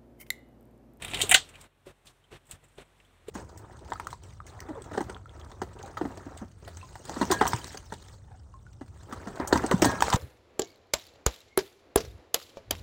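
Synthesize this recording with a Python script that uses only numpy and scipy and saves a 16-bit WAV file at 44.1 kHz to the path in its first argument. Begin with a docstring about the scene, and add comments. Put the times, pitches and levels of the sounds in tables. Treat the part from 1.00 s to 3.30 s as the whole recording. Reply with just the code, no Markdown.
"""A quick rattle of shells builds to sharp clacks, then sparse ticks and hollow knocks follow over hum and air.
Chopsticks stir hard shells in a metal wok: each contact excites resonances of shell, heap, treble and wok body.
Noise grains make the sliding scrape; short decaying sines make the hollow knocks.
Air, engine hum and crackle are loud during the rattle, then drop and swell briefly around small sounds.
A camera microphone adds faint hiss, dips the low treble and cuts the top."""
import sys
import numpy as np
from scipy import signal
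from scipy.fft import rfft, irfft
from scipy.io import wavfile
from scipy.ndimage import uniform_filter1d

SR = 44100
rng = np.random.default_rng(int(sys.argv[2]) if len(sys.argv) > 2 else 0)


def transcribe(u):
    """Save the signal u as a 16-bit wav file named by the first command-line argument.

    u: samples, shape (n,) or (channels, n), limited to [-1, 1]; the rate is SR.
    q: integer samples, one column per channel.
    """
    v = np.clip(np.atleast_2d(u).T, -1, 1)
    q = np.round(v * 32767).astype(np.int16)
    wavfile.write(sys.argv[1], SR, q)


N = 101429


def amp(db):
    """Decibels to linear gain."""
    return 10 ** (np.asarray(db) / 20)


def band(x, hz, width_hz):
    """Two-pole resonance, gain 1 at the centre."""
    return signal.lfilter(*signal.iirpeak(hz, hz / width_hz, fs=SR), x)


def bandpass(x, low_hz, high_hz, order=3):
    """Flat-topped band between two edges."""
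    return signal.sosfilt(signal.butter(order, [low_hz, high_hz], "band", fs=SR, output="sos"), x)


def highpass(x, hz):
    """Second-order removal of everything low."""
    return signal.sosfilt(signal.butter(2, hz, "high", fs=SR, output="sos"), x)


def add(out, at_s, x):
    """Mix x in from time at_s."""
    i = int(at_s * SR)
    out[i:i + len(x)] += x[:len(out) - i]


def fade(t, t60):
    """Exponential decay, 60 dB down after t60 seconds."""
    return np.exp(-np.log(1000) * t / t60)


def peak(x, db):
    """Scale x so its highest peak sits at db."""
    return x * amp(db) / np.max(np.abs(x))


def walk(rate):
    """Slow random drift of spread 1: noise averaged twice over 1/rate seconds."""
    window = int(SR / rate)
    x = uniform_filter1d(uniform_filter1d(rng.standard_normal(N), window), window)
    return x / np.std(x)


def hum():
    """Three harmonics of a distant engine, unsteady in pitch and each in level."""
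    # Each row: rms level in dB of one harmonic, lowest first, before the background level is applied
    harmonic_db = [-73, -74, -77]
    hum_hz, waver, flutter_db = 43.8, 0.052, 1.5  # waver is the pitch spread as a share
    phase = 2 * np.pi * np.cumsum(hum_hz * (1 + waver * walk(8))) / SR
    out = np.zeros(N)
    for k, db in enumerate(harmonic_db):
        level = np.sqrt(2) * amp(db + flutter_db * walk(2.1))
        out += level * np.sin((k + 1) * phase + 2 * np.pi * rng.random())
    return out


def crackle():
    """Tiny scattered treble ticks, each with a short noise tail."""
    per_s, gain_db, spread_db, centre_hz = 99, -76, 3, 8300
    ticks_at = rng.random(N) < per_s / SR
    impulses = ticks_at * amp(spread_db * rng.exponential(size=N))
    t = np.arange(SR // 20) / SR
    tail = rng.standard_normal(len(t)) * fade(t, 0.1)
    x = signal.fftconvolve(impulses, tail)[:N]
    return amp(gain_db) * band(band(x, centre_hz, 1500), centre_hz, 2300)


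def air():
    """Outdoor air: noise shaped in frequency, split at 4500 Hz into a low and a high part."""
    # Spectrum of the air. Each row: frequency in Hz, relative level in dB per Hz
    spectrum = np.array([(20, -31.5), (40, -11), (110, -3.5), (190, -10), (250, -8), (476, -9.5),
                         (1330, -14), (3600, -19.5), (4300, -24), (5000, -27), (7000, -29.5), (8500, -26),
                         (9800, -31), (15500, -39)])
    air_rms_db = -66.5  # before the background level is applied
    f = np.maximum(np.fft.rfftfreq(N, 1 / SR), 1)
    shape_db = np.interp(np.log(f), np.log(spectrum[:, 0]), spectrum[:, 1])
    noise = rfft(rng.standard_normal(N)) * amp(shape_db)
    noise *= amp(air_rms_db) / np.std(irfft(noise, N))
    return irfft(noise * (f < 4500), N), irfft(noise * (f >= 4500), N)


def background():
    """Air, hum and crackle rise and fall together; in the brief swells the treble has its own height."""
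    # Level curve laid over the bed. Each row: time in seconds, gain in dB
    level_curve = [(0, 11), (.03, 23), (.08, 19.5), (.2, 26.5), (.24, 25.5), (.28, 22.5), (.343, 27),
                   (.355, 20), (.45, 10.5), (.66, 10.5), (.685, -4), (.85, -2.5), (1.4, -0.5), (2.3, 2)]
    # Brief swells. Each row: start of hold in seconds, held time in seconds, height in dB, treble height in dB
    swells = [(0.865, 0.048, 15, 15.5), (1.058, 0.049, 8, 13.5), (1.317, 0.053, 15.5, 16),
              (1.498, 0.061, 10, 15), (1.636, 0.011, 6, 2.5), (1.782, 0.04, 14, 13.5),
              (2.277, 0.031, 9, 6.5)]
    rise_s, fall_s, sag = 0.014, 0.02, 0.11  # sag: share of a swell lost while it is held
    hum_share = 0.85  # share of the gain in dB that the hum follows
    t = np.arange(N) / SR
    low, high = air()
    high = high * amp(1.4 * walk(22)) + crackle()  # the air's treble flickers
    gain_db = np.interp(t, *np.array(level_curve).T)
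    high_db = gain_db
    for at, held, db, treble_db in swells:
        corners = [at - rise_s, at, at + held, at + held + fall_s]
        shape = np.interp(t, corners, [0, 1, 1 - sag, 0])
        gain_db = gain_db + db * shape
        high_db = high_db + treble_db * shape
    return low * amp(gain_db) + hum() * amp(hum_share * gain_db) + high * amp(high_db)


def scrape():
    """Shells sliding on the steel: dense fine grains in the low treble, with a thin hiss on top."""
    from_s, to_s, per_s, gain_db, hiss_db = 0.015, 0.3, 2500, -33, -10.5  # hiss gain re low treble
    t = np.arange(N) / SR
    grains = (rng.random(N) < per_s / SR) * rng.standard_normal(N)
    grains = grains * amp(2.5 * walk(90))  # uneven pressure
    grains *= np.interp(t, [from_s, from_s + .01, to_s, to_s + .06], [0, 1, 1, 0])
    mid = bandpass(grains, 2000, 4300)
    top = bandpass(grains, 7500, 15000, order=1)
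    return amp(gain_db) * (mid + amp(hiss_db) * top)


def knocks():
    """A few cycles of a hollow low note and its upper mode, with a scuff of noise behind."""
    # Hollow knocks. Each row: start in seconds, note peak in dB, pitch in Hz, decay t60 in seconds,
    # scuff in dB re note, upper mode in dB re the pitch
    knock_table = [(.159, -40, 403, 0.022, -22, -9), (.234, -25, 408, 0.04, -30.5, -9),
                   (0.865, -38, 375, 0.09, -7, -2.5), (1.317, -45.5, 429, 0.086, -17, -17),
                   (1.326, -42, 358.5, 0.081, 3.5, -10), (1.534, -42.5, 95, 0.074, -30, -7),
                   (1.7816, -37, 401.5, 0.039, -3.5, -6), (2.283, -29, 428, 0.03, -13.5, -19)]
    upper_ratio, rise_s = 1.5, 0.0016
    scuff_t60_s, scuff_cut_s, scuff_release_s = 0.3, 0.041, 0.02
    out, t = np.zeros(N), np.arange(SR // 6) / SR
    for at, db, hz, t60, scuff_db, upper_db in knock_table:
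        note = np.sin(2 * np.pi * hz * t) + amp(upper_db) * np.sin(2 * np.pi * upper_ratio * hz * t)
        note *= (1 - np.exp(-t / rise_s)) ** 2 * fade(t, t60)
        scuff = bandpass(rng.standard_normal(len(t)) ** 3, 700, 3800)  # cubing makes it spiky
        scuff *= fade(t, scuff_t60_s)
        scuff *= np.interp(t, [scuff_cut_s, scuff_cut_s + scuff_release_s], [1, 0])
        add(out, at, peak(note, db) + peak(scuff, db + scuff_db))
    return out


def contact(t, t60, tail_rms):
    """Raw excitation: a unit tick, four quick bounces that weaken with delay, and a fading noise tail."""
    bounce_s, bounce_db = 0.004, -3.5  # span of the bounces, level change across it
    noise, when = rng.standard_normal(len(t)), rng.random(4)
    hit = tail_rms * noise * fade(t, t60)
    hit[0] += 1
    bounce_at = (when * bounce_s * SR).astype(int) + 8
    hit[bounce_at] += amp(bounce_db * when) * np.sign(noise[:4])
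    return hit


def ring(hit, hz, q):
    """Shell ring: two resonances in series, the second half as sharp, peak at 0 dB; Q is at least 0.7."""
    width_hz = hz / max(q, .7)
    return peak(band(band(hit, hz, width_hz), hz, 2 * width_hz), 0)


def treble(hit, db, hz):
    """A bright 2000 Hz wide band, a flat fizz above it and a weak broad layer."""
    bright = bandpass(hit, hz - 1000, hz + 1000)
    fizz = highpass(hit, 10200) * fade(np.arange(len(hit)) / SR, 0.57)
    wide = band(hit, 6000, 7000)
    return peak(bright, db) + peak(fizz, db - 3) + peak(wide, db - 20)


def modes(table, t):
    """Sum of decaying sines, one for each way the body vibrates."""
    return sum(amp(db) * np.sin(2 * np.pi * hz * t) * fade(t, t60) for hz, db, t60 in table)


def ticks():
    """Light contacts: softer start, more tail, no wok body."""
    # Faint ticks and clinks. Each row: start in seconds, peak in dB, ring in Hz, bright band in dB re ring,
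    # ring sharpness Q, tail t60 in seconds
    tick_table = [(0.4892, -41.5, 2180, -2, 0.98, 0.068), (0.539, -46, 2570, -15, 6, 0.1),
                  (0.5548, -39.5, 2500, -12, 2.9, 0.047), (.604, -49.5, 3040, 2, 1.5, 0.06),
                  (.611, -39, 3200, 2, 0.65, 0.065), (0.6399, -46, 1400, -6, 1.3, 0.067),
                  (1.056, -51, 2360, 7, 2.35, .1), (1.069, -41, 3520, -6.5, 1.83, 0.11),
                  (1.239, -56.5, 3230, -12.5, 8.8, 0.07), (1.4534, -57, 2982, 3, 2.3, 0.066),
                  (1.467, -50.5, 3020, 8.5, 0.63, 0.12), (1.493, -50, 3776, 12.5, 3.1, .1),
                  (1.5104, -29.5, 3150, 9.5, 1.05, 0.066), (1.5168, -38, 2610, -1, 0.5, 0.096),
                  (1.6392, -52, 2484, 4, 3.07, 0.086), (1.683, -59, 3070, 13, 1.57, 0.065),
                  (2, -49, 2450, -32.5, 2.7, 0.063), (2.0483, -55.5, 3260, -8, 7.5, 0.069),
                  (2.282, -40.5, 3710, 6, 1.4, 0.069)]
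    treble_hz, rise_s = 8036, 0.00046
    out, t = np.zeros(N), np.arange(SR // 8) / SR
    for at, db, hz, treble_db, q, t60 in tick_table:
        hit = contact(t, t60, 0.42 * amp(-2))
        hit *= 1.5 - np.exp(-t / rise_s)  # gain climbs from 0.5 to 1.5
        add(out, at, peak(ring(hit, hz, q) + treble(hit, treble_db, treble_hz), db))
    return out


def clacks():
    """Each contact rings the struck shell, the heap, the treble and the wok body."""
    # Shell and chopstick clacks. Each row: start in seconds, peak in dB, shell ring in Hz,
    # bright band in dB re ring, its centre in Hz, wok body in dB re ring, tail t60 in seconds
    clack_table = [(0.0216, -26, 2530, -1, 8300, -24, 0.1), (0.0473, -22, 2700, 1, 8600, -15, 0.074),
                   (0.0809, -28.5, 2780, -3, 8800, -18, 0.12), (.1129, -29, 2546, -6, 8000, -21.5, .15),
                   (.1352, -21, 2722, -12, 8360, -6.5, .08), (.144, -19.5, 3100, -3.5, 8360, -12, .12),
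                   (0.1709, -24.5, 2668, -6, 8250, -31, 0.11), (0.192, -23.5, 2680, 0, 8800, -33.5, .12),
                   (0.2008, -23.5, 2495, -3, 8200, -11, .1), (.2054, -16, 2485, -7, 8100, -9.5, .08),
                   (0.2146, -9.5, 3540, 4, 7900, -19, .12), (.2178, -10.5, 3718, -1, 7750, -19.5, .13),
                   (0.2936, -13, 2660, 8.5, 8500, -10.5, 0.14), (.3126, -3.5, 2205, 7.5, 8680, -12.5, .06),
                   (.3162, -10.5, 2050, -3.5, 7940, -6.5, .03), (.3198, -7.5, 2307, -0.5, 7500, -15.5, .06),
                   (.3232, -9, 2024, -4.5, 7800, -10, 0.053), (0.3401, -9, 3120, 9.5, 8900, -18.5, 0.042),
                   (0.344, -1, 3300, -5, 7900, -42.5, .07), (0.3469, -4, 1704, 1.5, 7160, -8, .098),
                   (0.355, -11, 3816, -4.5, 7350, -26.5, .18)]
    # Modes of the wok body. Each row: frequency in Hz, relative level in dB, t60 in seconds
    wok_table = [(698, 1.5, 0.05), (751, 9, 0.045), (882.7, -2.5, .05), (1247, -5.5, 0.04),
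                 (1665, -8.5, 0.062)]
    # Modes shared by the heap of shells. Each row: frequency in Hz, relative level in dB, t60 in seconds
    shell_table = [(2067, -4.5, 0.066), (3220, -2.5, 0.085), (3704, 0, 0.056), (3914, 1, 0.049)]
    ring_q, broad_db, heap_db = 2.7, -9, -8.5  # both levels re ring
    out, t = np.zeros(N), np.arange(SR // 5) / SR
    wok_modes, heap_modes = modes(wok_table, t), modes(shell_table, t)
    for at, db, hz, treble_db, treble_hz, body_db, t60 in clack_table:
        hit = contact(t, t60, 0.42 * amp(-11.5))
        broad = bandpass(hit, .7 * hz, min(1.5 * hz, 4300))
        wok = peak(signal.fftconvolve(hit, wok_modes)[:len(t)], body_db)
        heap = peak(signal.fftconvolve(broad, heap_modes)[:len(t)], heap_db)
        shell = ring(hit, hz, ring_q) + peak(broad, broad_db)
        add(out, at, peak(shell + treble(hit, treble_db, treble_hz) + wok + heap, db))
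    return out


def scene():
    """The bed, the sliding shells and all contacts in one channel."""
    return (background() + scrape() + knocks() + ticks() + clacks())[None]


def record(dry):
    """The camera microphone hisses faintly, dips the low treble, rolls off the last treble and cuts the top."""
    dip_hz, dip_width_hz, dip_share = 4810, 880, 0.33
    hiss = amp(-85) * highpass(rng.standard_normal(dry.shape), 10000)
    dipped = dry - dip_share * band(dry, dip_hz, dip_width_hz)
    soft = signal.sosfilt(signal.ellip(5, .3, 22, 15550, fs=SR, output="sos"), dipped + hiss)
    return signal.sosfilt(signal.ellip(10, .2, 70, 16250, fs=SR, output="sos"), soft)


dry = scene()
out = record(dry)
transcribe(out)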